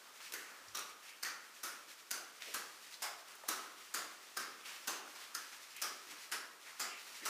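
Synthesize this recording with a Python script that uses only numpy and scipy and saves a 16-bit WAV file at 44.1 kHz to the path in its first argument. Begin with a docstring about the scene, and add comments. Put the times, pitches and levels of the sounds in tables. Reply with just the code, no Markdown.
"""A carpeted corridor, along which someone walks in loose sandals, a little over two steps a second.
Each sole strikes the heel in a few quick impacts; air cavities under the foot resonate with them
and the bare walls reverberate. Straps click; there are soft low thuds and one faint handling rumble.
Between steps, friction makes noise as the other leg swings: trousers swish, the sole brushes the pile.
A soft, steady hiss of air lies beneath. The sound is close and mono."""
import sys
import numpy as np
from scipy import signal
from scipy.fft import rfft, irfft, next_fast_len
from scipy.io import wavfile
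from scipy.ndimage import uniform_filter1d, map_coordinates

SR = 44100
rng = np.random.default_rng(int(sys.argv[2]) if len(sys.argv) > 2 else 0)


def transcribe(u):
    """Save the signal u as a 16-bit wav file named by the first command-line argument.

    u: samples, shape (n,) or (channels, n), limited to [-1, 1]; the rate is SR.
    q: integer samples, one column per channel.
    """
    v = np.clip(np.atleast_2d(u).T, -1, 1)
    q = np.round(v * 32767).astype(np.int16)
    wavfile.write(sys.argv[1], SR, q)


N = 321474


def amp(db):
    """Amplitude ratio of a level in decibels."""
    return 10 ** (np.asarray(db) / 20)


def unit(x):
    """Normalisation to an rms of 1."""
    return x / np.sqrt(np.mean(x ** 2) + 1e-20)


def along(points, hz):
    """Interpolation of (f/Hz, value) points on a log-frequency axis."""
    f, values = np.transpose(points)
    return np.interp(np.log(hz + 1), np.log(f), values)


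def bell(hz, centre, octaves):
    """Gaussian of height 1 in log frequency, with standard deviation octaves."""
    return np.exp(-.5 * (np.log2((hz + 1) / centre) / octaves) ** 2)


def wobble(rate):
    """Smooth random modulation, rate knots a second."""
    knots = rng.standard_normal(int(N * rate / SR) + 4)
    return map_coordinates(knots, [np.arange(N) * rate / SR])


def coloured(x, level):
    """Minimum-phase filtering of x with a gain in dB of level(f/Hz)."""
    m = 2 * next_fast_len(len(x))
    cepstrum = irfft(np.log(amp(level(np.fft.rfftfreq(m, 1 / SR))) + 1e-6))
    cepstrum[1:m // 2] *= 2
    cepstrum[m // 2 + 1:] = 0
    return irfft(rfft(x, m) * np.exp(rfft(cepstrum)))[:len(x)]


def add(track, start, sound):
    """Superposition of a sound on the track from start/s on."""
    part = track[round(start * SR):][:len(sound)]
    part += sound[:len(part)]


# Spectrum of the hiss: f/Hz, relative level/dB
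AIR_SPECTRUM = [(25, -35), (100, -22), (250, -10), (400, -4.5), (750, -5), (1300, 1), (2100, -8.5),
                (3200, -8), (5500, -10), (8000, -11), (15000, -17.5)]

def air(db):
    """Stationary broadband noise: ventilation and microphone hiss."""
    return amp(db) * unit(coloured(rng.standard_normal(N), lambda hz: along(AIR_SPECTRUM, hz)))


def friction(spectrum, grain_db, grain_rate):
    """Stick-slip friction: fibres catch and let go in a hiss of uneven grains, rms 1."""
    grains = rng.standard_normal(N) * amp(grain_db * wobble(grain_rate))
    return unit(coloured(grains, lambda hz: along(spectrum, hz)))


# Spectra of sole on pile and of cloth on cloth: f/Hz, relative level/dB
BRUSH_SPECTRUM = [(60, -49), (150, -18), (260, -9), (380, -12.5), (650, -6), (950, 0), (1300, 4),
                  (1700, -1.5), (2500, -13), (8000, -70)]
CLOTH_SPECTRUM = [(500, -23), (1300, -8.5), (1800, 3), (2500, 2.5), (3600, 0), (5500, 0.5), (8000, -4.5),
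                  (12000, -9), (15000, -10.5)]
# Rustle of clothes that never quite come to rest: t/s, relative level/dB
CLOTHES_RUSTLE = [(0, -59.5), (.4, -58), (.95, -62), (2.3, -61), (3, -58.5), (4.3, -58.5), (4.8, -57.5),
                  (5.75, -55.5), (6.05, -56), (6.55, -62.5), (7.2, -52.5)]
# Swings of the leg: start t/s, relative swish level/dB, relative brush level/dB
LEG_SWINGS = [(0, -64, -62.5), (.2, -57.5, -69), (.47, -68, -59.5), (1.015, -56, -70), (1.53, -64, -89),
              (1.87, -56.5, -79), (2.4, -52, -64), (2.86, -58.5, -67), (3.27, -59.5, -61.5),
              (3.755, -57, -74), (4.19, -69, -82), (4.643, -50.5, -56.5), (5.144, -52.5, -59),
              (5.52, -63, -67), (6.099, -53, -57), (6.65, -57.5, -60), (7.06, -55.5, -61.5)]

def leg_swings(gain_db, uneven_db):
    """Sliding friction: the trouser legs catch, slide and part while the sole brushes the pile."""
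    attack_s, hold_s, fade_db_per_s = 0.016, 0.054, 46
    t = np.arange(SR) / SR
    stroke = np.minimum(t / attack_s, 1) * amp(-fade_db_per_s * np.maximum(t - attack_s - hold_s, 0))
    swish, brush = np.zeros(N), np.zeros(N)
    for start, swish_db, brush_db in LEG_SWINGS:
        add(swish, start, amp(swish_db) * stroke)
        add(brush, start, amp(brush_db) * stroke)
    rustle = amp(np.interp(np.arange(N) / SR, *np.transpose(CLOTHES_RUSTLE)))
    cloth = np.hypot(swish, rustle) * amp(uneven_db * wobble(30))  # incoherent sources add in power
    pile = brush * friction(BRUSH_SPECTRUM, grain_db=1.5, grain_rate=120)
    trousers = cloth * friction(CLOTH_SPECTRUM, grain_db=0.9, grain_rate=600)
    return amp(gain_db) * (pile + trousers)


# Reverberation time of the corridor: f/Hz, T60/s
CORRIDOR_T60 = [(150, 0.81), (300, 0.95), (1300, 0.76), (5000, 0.51), (12000, 0.38)]

def reverberation(build_s, liveness=1):
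    """Dense wall reflections build up, then decay exponentially, the treble first."""
    hz, t, spectra = signal.stft(rng.standard_normal(SR), SR, nperseg=256)
    t60 = liveness * along(CORRIDOR_T60, hz)[:, None]
    tail = signal.istft(spectra * amp(-60 * t / t60), SR)[1][:SR]
    return tail * (1 - np.exp(-np.arange(SR) / SR / build_s))


# Ticks, rebounds and knocks: t/s, level/dB, centre f/Hz, half the bell's deviation/octaves, T60/s
SANDAL_TICKS = [(.204, -43, 1730, .8, .05), (0.3221, -39.5, 4000, 2.1, .03), (.683, -42, 5200, .3, .023),
                (0.772, -37.5, 3180, 2.8, 0.021), (0.793, -37.5, 6000, 1.1, 0.014),
                (1.249, -33.5, 2500, 1.56, 0.016), (1.266, -39, 2000, 1.9, .013),
                (2.422, -32, 2600, 0.78, 0.012), (2.941, -35.5, 4270, 0.31, 0.02),
                (3.352, -54, 9000, 1, .044), (3.436, -30.5, 790, 0.56, 0.028),
                (4.657, -39.5, 2780, 0.58, .063), (5.076, -33.5, 850, 0.5, 0.029),
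                (5.5281, -35, 1570, 0.52, 0.027), (5.765, -45.5, 6000, 1.8, 0.042)]

def ticks(room_db):
    """Damped transients: straps click and soles knock lightly, each with faint reverberation."""
    out = np.zeros(N)
    t = np.arange(SR) / SR
    for start, db, centre_hz, octaves, t60 in SANDAL_TICKS:
        click = rng.standard_normal(SR) * amp(-60 * t / t60)
        click += amp(room_db) * reverberation(build_s=0.0014)
        tone = lambda hz: 30 * (bell(hz, centre_hz, 2 * octaves) - 1) + along([(60, 8), (200, 2.5)], hz)
        add(out, start, amp(db) * coloured(click, tone))
    return out


# Soles scuffing the pile; soft low thuds, and one faint rumble (90 Hz) of the microphone being handled:
# middle t/s, peak level/dB, 1/e half-length t/s, centre f/Hz
PILE_SCUFFS = [(.28, -60, 0.026, 2410), (1.11, -61, 0.079, 2300), (2.42, -56, 0.017, 2390),
               (2.48, -54, .03, 2490), (4.71, -57.5, 0.1, 2630), (5.785, -54, 0.033, 2500),
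               (6.69, -57, 0.039, 2070), (6.925, -53.5, 0.079, 2430), (7.235, -54, 0.022, 1800)]
LOW_THUDS = [(.38, -63.5, 0.067, 390), (.705, -74, .042, 90), (2.49, -59, 0.033, 495),
             (5.92, -64.5, .035, 348), (6.115, -65.5, 0.05, 298), (7.235, -61, 0.024, 327)]

def soft_contacts(rows, octaves, grain_db):
    """Compliant contact has no sharp attack: a band of noise swells under a Gaussian envelope."""
    out = np.zeros(N)
    t = (np.arange(SR // 2) - SR // 4) / SR
    for middle, db, half_length, centre_hz in rows:
        grains = rng.standard_normal(len(t)) * amp(grain_db * wobble(303.3)[:len(t)])
        band = unit(coloured(grains, lambda hz: 50 * bell(hz, centre_hz, octaves)))
        add(out, middle + t[0], amp(db) * band * np.exp(-(t / half_length) ** 2))
    return out


def burst(decay_s, spiky_db):
    """Exponentially decaying random impulses, energy 1; spiky_db makes a few stand out."""
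    count = SR // 50
    grains = rng.standard_normal(count)
    grains *= amp(spiky_db * unit(uniform_filter1d(rng.standard_normal(count), size=16)))
    crackle = grains * np.exp(-np.arange(count) / SR / decay_s)
    return crackle / np.linalg.norm(crackle)


# Contacts within one snap: mean delay t/s, relative level/dB
SNAP_CONTACTS = [(0, -1.5), (.003, -5), (.0062, -11)]
# Tilt of the direct sound, brighter than its echoes: f/Hz, gain/dB
DIRECT_TILT = [(200, -3), (1400, -6.5), (3500, -4.5), (6000, -1), (10000, 0), (14000, 3)]

def slap(lead_s, snap_db, touch_db):
    """Multiple impact: the sole's edge touches first, then the rest snaps shut patch by patch."""
    out = np.zeros(SR)
    add(out, lead_s - 0.0042, amp(touch_db) * burst(decay_s=0.0013, spiky_db=5))
    for delay, db in SNAP_CONTACTS:
        start = lead_s + delay * (1 + 0.2 * rng.uniform(-1, 1))
        add(out, start, amp(snap_db + db + rng.standard_normal()) * burst(decay_s=0.0015, spiky_db=3))
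    return coloured(out, lambda hz: along(DIRECT_TILT, hz))


def scattered(x, db, decay_s):
    """Interference: faint reflections from legs, skirting and door frames ripple the spectrum."""
    response = amp(db) * burst(decay_s, spiky_db=-3)
    response[0] += 1
    return signal.fftconvolve(x, response)[:len(x)]


# Tone common to all slaps: f/Hz, gain/dB
SOLE_RESPONSE = [(140.0, -13), (250.0, 0.9), (350.0, 5.5), (600.0, 2.5), (900.0, 5.5), (1300.0, 14),
                 (2000.0, 8.5), (2800.0, 7.5), (3600.0, 5), (5000.0, 8), (7000.0, 6.5), (9000.0, 4.5),
                 (15000.0, 0)]
# Doors and curtains along the way change the reverberation: t/s, factor on T60
ROOM_LIVENESS = [(.3, 1.5), (.8, 0.8), (1.6, 1.07), (3, 0.82), (3.5, 1.06), (4.9, 0.99), (6.3, 0.84),
                 (6.8, 0.88)]
# Slaps, all levels relative: t/s, level/dB, snap/dB, thud/dB, cupped clop/dB, air pocket/dB,
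# pocket f/Hz, smack/dB, lower gap f/Hz, upper gap f/Hz, sizzle/dB, echo build-up t/s
SANDAL_STEPS = [(0.3381, -53.5, 9, 1, -1.5, 8, 1840, 4.5, 2770, 6400, 3, 0.0026),
                (0.7527, -46, 1.5, -0.5, 2.5, 6, 1260, 9.5, 3850, 5770, -1.5, 0.014),
                (1.233, -44.5, 2.5, -1.5, -2, 8, 1800, 6.5, 4640, 6350, -2.5, 0.017),
                (1.637, -47.5, -2, 3.5, 0, 5, 1390, 4.5, 5370, 6200, 3.5, .003),
                (2.1127, -46, 6, 2.5, 2, 2.5, 1560, 7.5, 4720, 6160, 2.5, 0.011),
                (2.544, -46.5, 3, 3, 3.5, 5, 1550, 4.5, 4350, 5560, 3.5, 0.0028),
                (3.0253, -43.5, -1, -7, 10, 1.5, 1320, 5.5, 2170, 5160, 0.5, 0.0044),
                (3.488, -43.5, 5.5, 3, 2, 4.5, 1360, 5, 3840, 5900, 3.5, 0.0061),
                (3.9454, -43.5, 4.5, 4.5, 1.5, 4, 1505, 5, 4900, 6970, 0.5, 0.0076),
                (4.3723, -45.5, 4.5, 4.5, -.5, 6, 1500, 5.5, 5340, 9940, -3.5, 0.0087),
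                (4.878, -43, 5.5, 1, 4, 3, 1270, 4.5, 2780, 6300, -1.5, 0.0045),
                (5.35, -52, 7, 1.5, 0, 7, 1570, 7.5, 4900, 6230, 2.5, 0.0017),
                (5.8217, -43, 3.5, 0.5, 0, 1, 1100, 6, 5070, 5750, 0.5, 0.0047),
                (6.321, -43.5, -8, 1.5, 0, 4, 1650, 6, 5040, 10750, -2.5, 0.0017),
                (6.8016, -43, 0, -0.5, 4.5, 2, 1710, 6, 4900, 7200, -.5, 0.0053),
                (7.2585, -42.5, 1, 1, 1.5, 6, 1280, 4.5, 2110, 6020, 0, 0.004)]

def steps(direct_db, edge_db, room_db, squeeze_db, push_db):
    """Cavity resonance: each slap and its echoes take the tone of the air pockets the foot closes."""
    lead_s, squeeze_s, push_s = 0.02, 0.0032, 0.0025
    pocket_octaves, gap_octaves = 0.28, 0.085
    out = np.zeros(N)
    t = np.arange(SR) / SR - lead_s
    push = amp(push_db) * t / push_s * np.exp(-(t / push_s) ** 2)  # low pulse of the foot's weight
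    for (when, db, snap_db, thud_db, clop_db, pocket_db, pocket_hz,
         smack_db, lower_hz, upper_hz, sizzle_db, build_s) in SANDAL_STEPS:
        touch_db = edge_db + 0.22 * snap_db  # the edge lands harder before a hard snap
        blow = slap(lead_s, snap_db + direct_db, touch_db)
        # Air is squeezed out around the moment of contact.
        blow += amp(squeeze_db) * rng.standard_normal(SR) * np.exp(-abs(t) / squeeze_s)
        liveness = np.interp(when, *np.transpose(ROOM_LIVENESS))
        add(blow, lead_s, amp(room_db) * reverberation(build_s, liveness))
        blow = scattered(blow, db=-10.5, decay_s=0.0063)

        def resonances(hz):
            """Gain/dB of the foot's body, the hollow under the arch and two narrow gaps at the heel."""
            sole = along(SOLE_RESPONSE, hz) + along([(50, -45), (140, -1)], hz)
            body = sole + thud_db * bell(hz, 265, 0.94) + sizzle_db * bell(hz, 10900, 0.39)
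            hollow = clop_db * bell(hz, 710, 0.43) + pocket_db * bell(hz, pocket_hz, pocket_octaves)
            gaps = smack_db * (bell(hz, lower_hz, gap_octaves) + bell(hz, upper_hz, gap_octaves))
            return body + hollow + gaps

        add(out, when - lead_s, amp(db) * (coloured(blow, resonances) + push))
    return out


def scene():
    """Superposition of all the sources, the same in both channels."""
    mono = steps(direct_db=24, edge_db=19.3, room_db=0.5, squeeze_db=-1, push_db=-27)
    mono += ticks(room_db=-16)
    mono += soft_contacts(PILE_SCUFFS, octaves=0.68, grain_db=0.5)
    mono += soft_contacts(LOW_THUDS, octaves=1.23, grain_db=0)
    mono += leg_swings(gain_db=-2, uneven_db=1.84)
    mono += air(db=-62)
    return np.array([mono, mono])


def record(dry):
    """Band limiting: an ideal low-pass filter removes the highest treble."""
    cutoff_hz = 15250
    m = next_fast_len(N + SR // 2)
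    passband = np.fft.rfftfreq(m, 1 / SR) < cutoff_hz
    return irfft(rfft(dry, m) * passband, m)[:, :N]


dry = scene()
out = record(dry)
transcribe(out)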